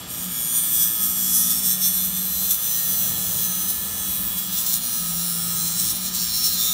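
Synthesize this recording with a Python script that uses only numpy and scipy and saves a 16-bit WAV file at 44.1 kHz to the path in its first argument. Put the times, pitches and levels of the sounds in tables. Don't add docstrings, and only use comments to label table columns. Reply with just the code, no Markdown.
import sys
import numpy as np
from scipy import signal
from scipy.fft import rfft, irfft
from scipy.io import wavfile
from scipy.ndimage import uniform_filter1d, map_coordinates

SR = 44100
rng = np.random.default_rng(int(sys.argv[2]) if len(sys.argv) > 2 else 0)


def log_audio(samples):
    frames = np.atleast_2d(samples).T
    limited = np.clip(frames, -1, 1)
    pcm = np.round(limited * 32767).astype(np.int16)
    wavfile.write(sys.argv[1], SR, pcm)


def linear_from_db(decibels):
    return 10 ** (np.asarray(decibels, float) / 20)


N = 296791
TIME = np.arange(N) / SR

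# time_s, likeness_share (0-1)
LIKENESS = [(0, 0.44), (.32, 0.83), (1.28, 0.82), (1.6, 0.71), (2.7, 0.95), (3.1, 0.97), (4.16, 0.88),
            (4.75, 0.68), (4.96, 1), (5.76, 0.73), (6.24, 0.7), (6.73, 0.72)]
# time_s, place (0-4)
EDGE_PLACE = [(0, 0), (.9, 0), (1.35, 1), (2.1, 1), (2.7, 2), (4.4, 2), (4.58, 3), (5.5, 3), (6.0, 3.6),
              (6.45, 3.6), (6.65, 4), (6.73, 4)]


def curve(table):
    time_s, value = np.transpose(table)
    return np.interp(TIME, time_s, value)


def at_place(levels_db):
    return np.interp(curve(EDGE_PLACE), np.arange(len(levels_db)), levels_db)


def steady(x, span_s):
    span = int(span_s * SR)
    power = uniform_filter1d(uniform_filter1d(x ** 2, span), span)
    return x / np.sqrt(power + 1e-18)


def ring(x, hz, width_hz):
    return signal.lfilter(*signal.iirpeak(min(hz, .45 * SR), hz / width_hz, fs=SR), x)


def double_ring(x, hz, width_hz):
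    return ring(ring(x, hz, width_hz), hz, width_hz)


def drone(hz, width_hz, span_s):
    return steady(double_ring(rng.standard_normal(N), hz, width_hz), span_s)


def walk(rate_hz):
    hold = int(SR / rate_hz)
    levels = np.repeat(rng.standard_normal(N // hold + 1), hold)
    return 1.985 * uniform_filter1d(uniform_filter1d(levels, hold), hold)[:N]


def bumps(table):
    return sum(db * np.exp(-.5 * ((TIME - s) / half_s) ** 2) for s, db, half_s in table)


def spell(start_s, length_s, fade_s):
    end_s = start_s + length_s
    span = slice(max(int((start_s - fade_s) * SR), 0), int((end_s + fade_s) * SR))
    to_edge_s = np.minimum(TIME[span] - start_s, end_s - TIME[span])
    return span, np.clip(to_edge_s / fade_s + .5, 0, 1)


def tones(rows, cycles, fade_s, waver_db, waver_rad, rate_hz):
    out, level, drift = np.zeros(N), walk(rate_hz), walk(1.3 * rate_hz)
    for (start_s, length_s, multiple, db), (turn, skip) in zip(rows, rng.random((len(rows), 2))):
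        span, gate = spell(start_s, length_s, fade_s)
        own = (np.arange(N)[span] - int(skip * N)) % N
        wave = np.sin(2 * np.pi * (multiple * cycles[span] + turn) + waver_rad * drift[own])
        out[span] += np.sqrt(2) * linear_from_db(db + waver_db * level[own]) * gate * wave
    return out


def fan():
    # frequency_hz, density_db
    air_spectrum = [(30, -12), (60, -33), (150, -2), (300, -16), (400, -16), (800, -8), (1250, -13.5),
                    (2200, -12.5), (3500, -7), (8000, -13.5), (16000, -21.5)]
    hz, db = np.transpose(air_spectrum)
    shape = linear_from_db(np.interp(np.log(np.fft.rfftfreq(N, 1 / SR) + 1), np.log(hz), db))
    air = irfft(rfft(rng.standard_normal(N)) * shape, N)
    return air / air.std() * linear_from_db(-41)


def guard():
    # frequency_hz, width_hz, level_db
    guard_modes = [(59, 40, -51.5), (147.3, 22, -54), (310.5, 29.5, -57), (463.5, 11, -61.5),
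                   (1252, 36, -56), (3375, 43, -51.5)]
    shake = rng.standard_normal(N)
    return sum(linear_from_db(db + 1.65 * walk(3.2)) * steady(double_ring(shake, hz, width_hz), 0.62)
               for hz, width_hz, db in guard_modes)


def panels():
    # start_s, length_s, frequency_hz, level_db
    buzzes = [(2.6, 0.4, 504, -58), (2.906, 0.5, 107, -45.5), (3.55, 0.64, 80.5, -51),
              (3.6, 0.35, 377, -57.5), (3.8, 0.39, 482, -59), (4.056, 0.31, 55, -46),
              (4.747, .5, 62.5, -51.5), (5.4, 0.58, 111, -47.5), (5.795, 0.14, 51.7, -45),
              (5.903, 0.99, 370, -62), (6.202, .6, 85.5, -49)]
    out = linear_from_db(-55 + 2.0 * walk(6)) * drone(233.5, 23, 0.094)
    for start_s, length_s, hz, db in buzzes:
        span, gate = spell(start_s, length_s, fade_s=0.1)
        out[span] += linear_from_db(db) * gate * drone(hz, 8.3, 0.058)[span]
    return out


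def bench():
    # time_s, swell_db, half_width_s
    shudders = [
        (.01, 7.5, 0.13),
        (2.4, 3, 0.048),
        (3.25, 11, 0.31),
        (3.95, 4.5, 0.054),
        (4.2, 4, .1),
        (5.65, 4, 0.35),
        (6.4, -4, 0.32),
    ]
    # start_s, length_s, frequency_hz, level_db
    hums = [(-.1, 0.9, 249.3, -50), (.23, 0.077, 181, -33), (.35, 0.61, 173.1, -45.5),
            (.85, 0.38, 178, -61), (1.0, 1.48, 185.9, -41), (1.0, 0.71, 244, -47.5),
            (1.3, 0.4, 171.6, -46.5), (1.4, 0.93, 141, -62), (1.9, 0.54, 168.6, -47),
            (2.28, 0.14, 234, -47.5), (2.5, 0.31, 179.3, -53), (2.85, 0.5, 188.5, -39.5),
            (2.9, 0.4, 149, -51), (3.25, 0.29, 172.3, -46.5), (3.45, 0.32, 182, -42.5),
            (3.5, 1.12, 197, -46.5), (4.0, 0.42, 180.7, -43.5), (4.35, 0.5, 176.9, -44),
            (4.68, 0.26, 234, -48.5), (4.9, .8, 212, -56), (4.98, 0.84, 171.4, -39.5),
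            (5.72, 0.554, 186, -41.5), (6.1, 0.45, 178.3, -43), (6.45, .4, 182, -44)]
    shudder_db = bumps(shudders)
    rumble = linear_from_db(shudder_db - 53 + 1.3 * walk(9)) * drone(101, 135, 0.076)
    rattle = linear_from_db(0.72 * shudder_db - 53.5 + .5 * walk(7)) * drone(604, 900, 0.14)
    boom = linear_from_db(-49 + 1.0 * walk(7.5)) * drone(180.5, 30, 0.092)
    hum = tones(hums, TIME, 0.086, waver_db=1.28, waver_rad=0.45, rate_hz=7.0)
    return hum + boom + rumble + rattle


def bearings():
    # frequency_hz, level_db
    whines = [(1211, -57.0), (1346, -56.0), (1685, -63), (2929, -54.5), (3095, -53.0), (7434, -48.0)]
    return sum(np.sqrt(2) * linear_from_db(db + 0.82 * walk(8.6)) * np.sin(2 * np.pi * hz * TIME + 0.53 * walk(8))
               for hz, db in whines)


def spindle_half_turns():
    # time_s, speed_rpm
    spindle_speed = [(0, 3467.5), (.48, 3466.8), (.96, 3465.6), (1.44, 3466.6), (1.92, 3468), (2.4, 3468.3),
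                     (3.6, 3467.4), (4.32, 3468), (4.8, 3467.1), (5.28, 3467.7), (6.73, 3468)]
    return np.cumsum(curve(spindle_speed) / 30 / SR)


def bites():
    # time_s, jump_db
    force_jumps = [(0.3394, 0), (0.9692, -4), (1.25, -1), (1.487, -2), (1.6394, -1), (1.7294, 1),
                   (1.8244, 0), (2.0494, 2), (2.1644, 4), (2.5067, 7.5), (2.5425, 3), (3.6845, 5.5),
                   (3.7015, 3), (4.3734, 1), (4.5244, 6), (4.5764, 2), (4.6633, 6), (4.7434, -5),
                   (5.7954, 5), (5.898, 3), (6.0544, 1), (6.1489, 4), (6.2794, -2), (6.4494, -4),
                   (6.714, 2)]
    relax_s = 0.0087
    time_s, jump_db = np.transpose(force_jumps)
    kicks = np.zeros(N)
    kicks[(time_s * SR).astype(int)] = jump_db
    return signal.lfilter([1], [1, -np.exp(-1 / (relax_s * SR))], kicks)


def part_db(share):
    # time_s, hiss_db
    hand_pressure = [(0.0, -40), (0.06, -47), (0.11, -32), (0.35, -26.5), (0.6, -26), (1.1, -24.5),
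                     (1.4, -21.5), (2.05, -23.5), (2.27, -28.5), (2.7, -24.5), (3.4, -25), (3.95, -30),
                     (4.12, -26.5), (4.5, -29), (4.9, -26), (5.5, -26.5), (5.9, -25), (6.73, -24)]
    # time_s, swell_db, half_width_s
    hand_surges = [(0.289, -4.5, 0.025), (0.569, 4.5, 0.019), (0.753, 4, 0.023), (0.828, 7, 0.027),
                   (1.033, 3.5, 0.022), (1.357, 3.5, 0.02), (1.616, -6, 0.012), (1.671, 2, 0.041),
                   (1.776, -5.5, 0.024), (1.851, 5, 0.024), (2.11, -3.5, 0.027), (2.415, 3, 0.075),
                   (2.519, 5, 0.016), (2.594, -3, 0.024), (3.143, -3, 0.023), (3.447, 2.5, 0.016),
                   (3.702, 3.5, 0.011), (4.385, 4, 0.012), (4.585, 4.5, 0.025), (4.689, 3.5, 0.052),
                   (4.744, 5, 0.013), (4.799, -6, 0.013), (5.742, -2, 0.022), (5.937, -3.5, 0.01),
                   (6.001, -5, 0.034), (6.111, -6, 0.02), (6.321, -4, 0.012), (6.455, 6, 0.014),
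                   (1.512, 4, 0.011), (6.515, -1, 0.016)]
    # time_s, swell_db, half_width_s
    small_swells = [(0.156, -0.5, 0.025), (0.587, 1, 0.0092), (0.884, 1.5, 0.016), (1.141, -1, 0.012),
                    (1.363, 0.5, 0.025), (1.666, 0.5, 0.01), (1.922, -1.5, 0.018), (2.917, 0.9, 0.025),
                    (3.197, 0.1, 0.045), (3.488, -1, 0.041), (3.62, 1.5, 0.016), (3.718, -0.5, 0.025),
                    (4.177, -1, 0.021), (4.334, -1.5, 0.027), (4.572, 1, 0.016), (4.705, 0.5, 0.025),
                    (4.791, 2.2, 0.01), (4.897, -1, 0.016), (5.037, -2, 0.025), (5.134, -1.7, 0.021),
                    (5.585, 1, 0.028), (5.675, 2, 0.01), (6.12, -2.5, 0.016), (6.509, -1.5, 0.01),
                    (6.571, -2, 0.01), (6.722, -0.5, 0.012), (6.59, 0.5, 0.016), (6.655, 1, 0.018)]
    # time_s, roll_db
    gouge_roll = [(0, 3), (.6, 0.5), (1.0, -0.5), (1.5, 2.5), (1.85, -1), (2.05, 0), (2.5, -1.3),
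                  (2.85, -1), (3.25, -0.1), (3.7, -0.5), (4.0, 1.5), (4.2, -3), (4.75, -1.2), (5.0, 0.5),
                  (5.6, 1), (6.1, 3), (6.5, -1), (6.73, -1)]
    surge_share, roll_share, *place_db = share
    surge_db = bumps(hand_surges) + bumps(small_swells)
    return curve(hand_pressure) + surge_share * surge_db + roll_share * curve(gouge_roll) + at_place(place_db)


def singing():
    shaft_multiples = [29, 60, 79, 74, 53, 30, 78, 52, 53, 29, 66, 60, 58, 31, 48, 78, 30, 36, 74, 65, 52,
                       53, 31, 35, 36, 60, 30, 52, 53, 29, 60, 35, 79, 52, 53, 78, 29, 79, 34, 78, 52, 36,
                       79, 50, 48, 70, 36, 53, 47, 61, 52, 80, 49, 90, 52, 47]
    # start_s, length_s, level_db (above the pressure)
    shaft_spells = [(0.01, 1.05, -20), (0.17, 0.72, -20), (0.23, 0.5, -18), (0.31, 0.46, -13),
                    (0.347, 0.78, -21.1), (0.47, 0.6, -23.5), (0.488, 0.62, -10.5), (1.15, 0.38, -11.5),
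                    (1.55, 0.43, -11), (1.03, 1.35, -28), (1.033, 0.56, -17), (1.15, 1.02, -21.5),
                    (1.19, 0.5, -25), (1.416, 0.77, -22), (1.43, 0.63, -17.5), (1.51, 0.56, -13),
                    (1.53, 0.73, -46), (1.848, 0.51, -20.5), (1.67, 1.06, -22), (1.75, 0.59, -23.4),
                    (1.85, 0.6, -17.5), (1.91, 0.98, -18), (2.09, 0.66, -20.5), (2.21, 1.3, -19.5),
                    (2.35, 0.55, -21), (2.29, 0.58, -19), (2.347, 0.94, -33), (2.49, 0.7, -16.5),
                    (2.83, 0.67, -16), (2.85, 1.2, -22), (2.91, 0.99, -27), (3.07, 1.1, -23.5),
                    (3.11, 0.5, -16), (3.33, 0.87, -19.5), (3.39, 0.63, -14.5), (3.45, 0.99, -28),
                    (3.73, 0.88, -20), (3.89, 0.56, -13), (3.89, 0.99, -27), (4.25, 1, -26),
                    (4.433, 0.34, -16), (4.68, 0.61, -18.5), (4.67, 0.74, -14), (4.81, 0.45, -13),
                    (5.17, 0.74, -30), (5.35, 0.58, -12), (5.4, 0.8, -19), (5.69, 0.59, -18.5),
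                    (5.73, 0.76, -19), (6.018, 0.48, -24), (0.42, 0.67, -17), (0.44, 0.24, -5.5),
                    (1.25, 0.25, -19), (0.64, 0.22, -16), (2.614, 0.19, -16), (6.22, 0.31, -17)]
    more_shaft_multiples = [36, 33, 31, 34, 32, 59, 52, 48, 40, 29, 29, 29, 35, 35, 31, 70, 34]
    # start_s, length_s, level_db (above the pressure)
    more_shaft_spells = [(6.25, 0.36, -13), (6.6, .3, -11), (6.58, .3, -13), (7.5, .3, -21), (6.6, .3, -14),
                         (6.5, .3, -15), (7.1, .25, -10), (5.85, 0.36, -12), (6.06, .3, -20), (1.14, 0.29, -17.5),
                         (4.2, 0.29, -17.5), (5.33, .3, -20.5), (1.56, 0.63, -25.5), (5.0, 1.08, -19.5),
                         (4.25, 0.56, -23.5), (5.3, .35, -22), (3.3, .8, -26)]
    edge_multiples = [112, 120, 97, 121, 120, 100, 112, 102, 131, 125, 111, 112, 121, 103, 90, 111, 112,
                      100, 125, 133, 90, 133, 126, 126, 126, 130, 131, 130]
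    # start_s, length_s, level_db (above the pressure)
    edge_spells = [(0.29, 0.87, -16), (0.57, 0.51, -19), (1.09, 0.52, -13.5), (1.31, 0.51, -13),
                   (1.87, 0.45, -10), (1.89, 0.31, -21), (1.97, 0.64, -19.9), (2.01, 0.51, -13),
                   (2.01, 0.44, -14), (2.05, 0.29, -12), (2.25, 0.7, -16), (2.57, 0.64, -21),
                   (2.65, 0.46, -17.2), (2.75, 0.42, -17), (2.77, 0.54, -29), (3.15, 0.52, -19),
                   (3.65, 0.84, -15), (3.75, 0.48, -10), (4.05, 0.48, -18), (4.19, 0.42, -18),
                   (4.53, 1.3, -19), (4.71, 0.52, -14), (4.87, 0.38, -16), (5.55, 0.76, -17),
                   (2.9, 1.3, -16), (0.4, 1.4, -21), (2.5, 1.4, -12), (4.2, 1.1, -14)]
    rest_multiples = [11, 20, 14, 15, 11, 16, 15, 16, 11, 16, 11, 14, 15, 24, 15, 11, 21, 9, 16, 11, 24, 11,
                      11, 12]
    # start_s, length_s, level_db
    rest_spells = [(0.13, 1.1, -58), (0.27, 0.54, -52), (0.39, 0.94, -65), (0.512, 1.03, -53),
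                   (0.85, 0.73, -49), (0.993, 0.76, -53), (1.35, 0.89, -56), (1.71, 0.71, -53.5),
                   (1.75, 1.2, -68), (2.47, 0.92, -52), (2.79, 0.98, -52.5), (3.07, 0.45, -62),
                   (3.09, 0.73, -50), (3.09, 0.6, -54), (3.83, 0.61, -49), (3.87, 0.95, -54),
                   (3.89, 0.76, -58), (4.03, 0.83, -56), (4.49, 0.34, -57.5), (4.89, 0.89, -48),
                   (5.13, 0.5, -52), (5.7, 0.6, -53), (6.383, .5, -46), (5.096, .9, -53)]

    def rows(multiples, spells):
        return [(start_s, length_s, k, db) for k, (start_s, length_s, db) in zip(multiples, spells)]

    half_turns, fade_s = spindle_half_turns(), 0.16
    shaft_rows = rows(shaft_multiples, shaft_spells) + rows(more_shaft_multiples, more_shaft_spells)
    edge_rows, rest_rows = rows(edge_multiples, edge_spells), rows(rest_multiples, rest_spells)
    shaft = tones(shaft_rows, half_turns, fade_s, waver_db=1.0, waver_rad=0.5, rate_hz=8.0)
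    edge = tones(edge_rows, half_turns, fade_s, waver_db=2.2, waver_rad=1.0, rate_hz=11.0)
    rest = tones(rest_rows, half_turns, fade_s, waver_db=2.1, waver_rad=0.63, rate_hz=6.0)
    fresh = 1 - curve(LIKENESS)
    shaft_db = 0.47 * bites() + 4.5 * fresh * walk(28.15) + 1.03
    edge_db = 0.47 * bites() + 6.0 * fresh * walk(28.15) + 0.8
    hand = linear_from_db(part_db((1, .1, 0, 0, 0, 0, 0)))
    return hand * (linear_from_db(shaft_db) * shaft + linear_from_db(edge_db) * edge) + linear_from_db(-2.0) * rest


def renew(rows, memory):
    for k in range(1, len(rows)):
        rows[k] = memory[k] * rows[k - 1] + np.sqrt(1 - memory[k] ** 2) * rows[k]


def even_overtones(rows, power):
    lines = rfft(rows)
    rows[:] = irfft(lines / np.abs(lines) ** power, rows.shape[1])


def fibres():
    steps = 1024
    half_turns = spindle_half_turns()
    count = int(half_turns[-1]) + 2
    likeness = np.interp(np.arange(count), half_turns, curve(LIKENESS))
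    shape = (3, count, steps)
    snaps = rng.standard_normal(shape) * linear_from_db(2.5 * rng.exponential(size=shape))
    ridge, figure = snaps[0], snaps[1]
    renew(ridge, np.clip(likeness / 0.884, .2, .98))
    renew(figure, np.full(count, 0.98))
    even_overtones(figure, 1.14)
    even_overtones(ridge, 0.4)
    snaps /= snaps.std(axis=(1, 2), keepdims=True)
    lean = 2.63 * walk(1.55)[::N // count][:count, None]
    angle = 2 * np.pi * np.arange(steps) / steps
    grain_db = 2.85 * np.cos(angle + lean) + 1.05 * np.cos(2 * angle - lean)
    grain_db = grain_db + 1.94 * np.cos(3 * angle + 2 * lean)
    snaps *= linear_from_db(grain_db)
    smooth = signal.sosfilt(signal.butter(12, .34, output="sos"), snaps.reshape(3, -1))
    shiver_s = 3e-6 * walk(70)
    place = steps * np.interp(TIME + shiver_s, TIME, half_turns)
    return [map_coordinates(row, [place], order=3, mode="nearest") for row in smooth]


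def body(force, modes, skirt_db, flicker_db, fill_db):
    lag = int(8 * SR * 30 / 3467.5)
    low_hz, high_hz = modes[0][0], modes[-1][0]
    band = signal.butter(2, [.95 * low_hz, 1.05 * high_hz], "band", fs=SR, output="sos")
    out = linear_from_db(fill_db) * steady(signal.sosfilt(band, np.roll(force, 2 * lag)), .2)
    for k, (hz, width_hz, *place_db) in enumerate(modes):
        once = ring(np.roll(force, k % 2 * lag), hz, width_hz)
        skirt = (-1) ** k * linear_from_db(skirt_db) * once
        tone = steady(ring(once, hz, 1.11 * width_hz) + skirt, 0.094)
        out = out + tone * linear_from_db(at_place(place_db) + flicker_db * walk(6))
    return steady(out, 0.096)


def gouge():
    # frequency_hz, width_hz, then level_db at each of five places along the blank
    edge_modes = [(11350, 53, -3, -3.5, -5, -15, -10), (11760, 400, 1, 2.5, -0.5, -15.5, -10),
                  (12620, 210, -3, -10, -7, -1, -11), (12970, 260, -6, -7, 0, -4, -8),
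                  (13500, 390, -8, -7, -10, -10, -5), (14040, 280, -4, -6, -1, -3, -5),
                  (14360, 350, -5, -9, -5, -2, -2), (14830, 350, -5, -6, 0, -1, -1),
                  (15060, 240, -6, -2, 2.5, 1.5, 4), (15430, 340, -5, -6, 1, 2.5, -10)]
    heel_modes = [(7540, 200, -12, -8, -3.5, -2.5, -1), (7960, 420, -2, -1.5, 1, -0.5, -6),
                  (8627, 230, -2, -1, -2.5, -5.5, -9), (9025, 364, 3.5, 3, 5.5, 3.5, 3.5),
                  (9710, 160, -9, -11, -3, -7, 0), (10460, 300, -11, -8, -3.5, 2, -2)]
    shaft_modes = [(5060, 160, -5, -7, -7.5, -6, -15), (5505, 200, -2.5, 1, -5, -2, 2),
                   (5768, 140, -3, -6, -6, -4, 0), (6064, 210, -6, 0, -3, -2.5, 0.5),
                   (6620, 170, -4, -6, -6, -3.5, -5), (6966, 164, -1, -3, -4, -1, -3)]
    blank_modes = [(2853, 270, -6, -11, -6, -6.5, -14), (3123, 150, 0, -22, -5.5, -12, -10),
                   (3376, 220, 9, 4, -2.5, -8, -2), (3466, 43, -11, 5, -2, -5, -11),
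                   (3613, 150, 6.5, -5, -7, -5, 5), (3870, 234, -15, 1.5, -1, 0.5, 8.5),
                   (4104, 180, -11, -1, -0.5, 0.5, 3), (4610, 240, 2, -3, -5, -3.5, 2)]
    # frequency_hz, width_hz, level_db
    rest_modes = [(954, 75, -61), (1039, 49, -58), (1254, 130, -60), (1430, 45, -65.5), (1618, 59, -55.5),
                  (1725, 45, -55.5), (1839, 24, -59), (2417, 260, -55)]
    # surge_share, roll_share, then level_db (above the pressure) at each of five places
    edge_share = (0.91, -0.36, 0.11, 0.09, 0.63, -0.31, -0.46)
    heel_share = (1, 0.74, -5, -6, -5, -5.5, -4)
    shaft_share = (1.36, 1.05, -12.5, -12.5, -10, -8.5, -5)
    blank_share = (0.52, -0.5, -17.5, -16.5, -14.5, -13, -7)
    ridge, figure, chips = fibres()
    fine = ridge + 0.65 * figure + 0.57 * chips
    middle = ridge + 0.44 * figure + 0.18 * chips
    coarse = ridge + 1.05 * figure + 0.14 * chips
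    grip_db = 0.24 * walk(14)
    shares = (edge_share, heel_share, shaft_share, blank_share)
    edge_db, heel_db, shaft_db, blank_db = (part_db(s) + grip_db + 0.33 * walk(4.84) for s in shares)
    edge = linear_from_db(edge_db) * body(fine, edge_modes, skirt_db=-11.0, flicker_db=0.7, fill_db=3.0)
    heel = linear_from_db(heel_db) * body(middle, heel_modes, skirt_db=-9.5, flicker_db=1.8, fill_db=-3.0)
    shaft = linear_from_db(shaft_db) * body(coarse, shaft_modes, skirt_db=-15.5, flicker_db=1.5, fill_db=-5.0)
    blank = linear_from_db(blank_db) * body(coarse, blank_modes, skirt_db=-9, flicker_db=1.04, fill_db=-4.5)
    rest = sum(linear_from_db(db + 0.52 * walk(3.86)) * steady(double_ring(coarse, hz, width_hz), 0.3)
               for hz, width_hz, db in rest_modes)
    flutter_db = 2.05 * (1 - curve(LIKENESS)) * walk(45)
    bite_db = bites()
    tip = linear_from_db(flutter_db + bite_db) * (edge + heel)
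    stem = linear_from_db(0.88 * bite_db) * (shaft + blank)
    return tip + stem + rest * linear_from_db(0.076 * (blank_db + 39.5))


def scene():
    return (fan() + guard() + panels() + bench() + bearings() + singing() + gouge())[None]


def top_cut(x):
    return signal.sosfilt(signal.butter(12, 17010, fs=SR, output="sos"), x)


def record(dry):
    headroom = 0.88
    rounded = headroom * np.tanh(dry / headroom)
    x = signal.sosfilt(signal.butter(2, 50, "high", fs=SR, output="sos"), rounded)
    x = signal.sosfilt(signal.ellip(16, .3, 90, 15725, fs=SR, output="sos"), x)
    return top_cut(x)


dry = scene()
out = record(dry)
log_audio(out)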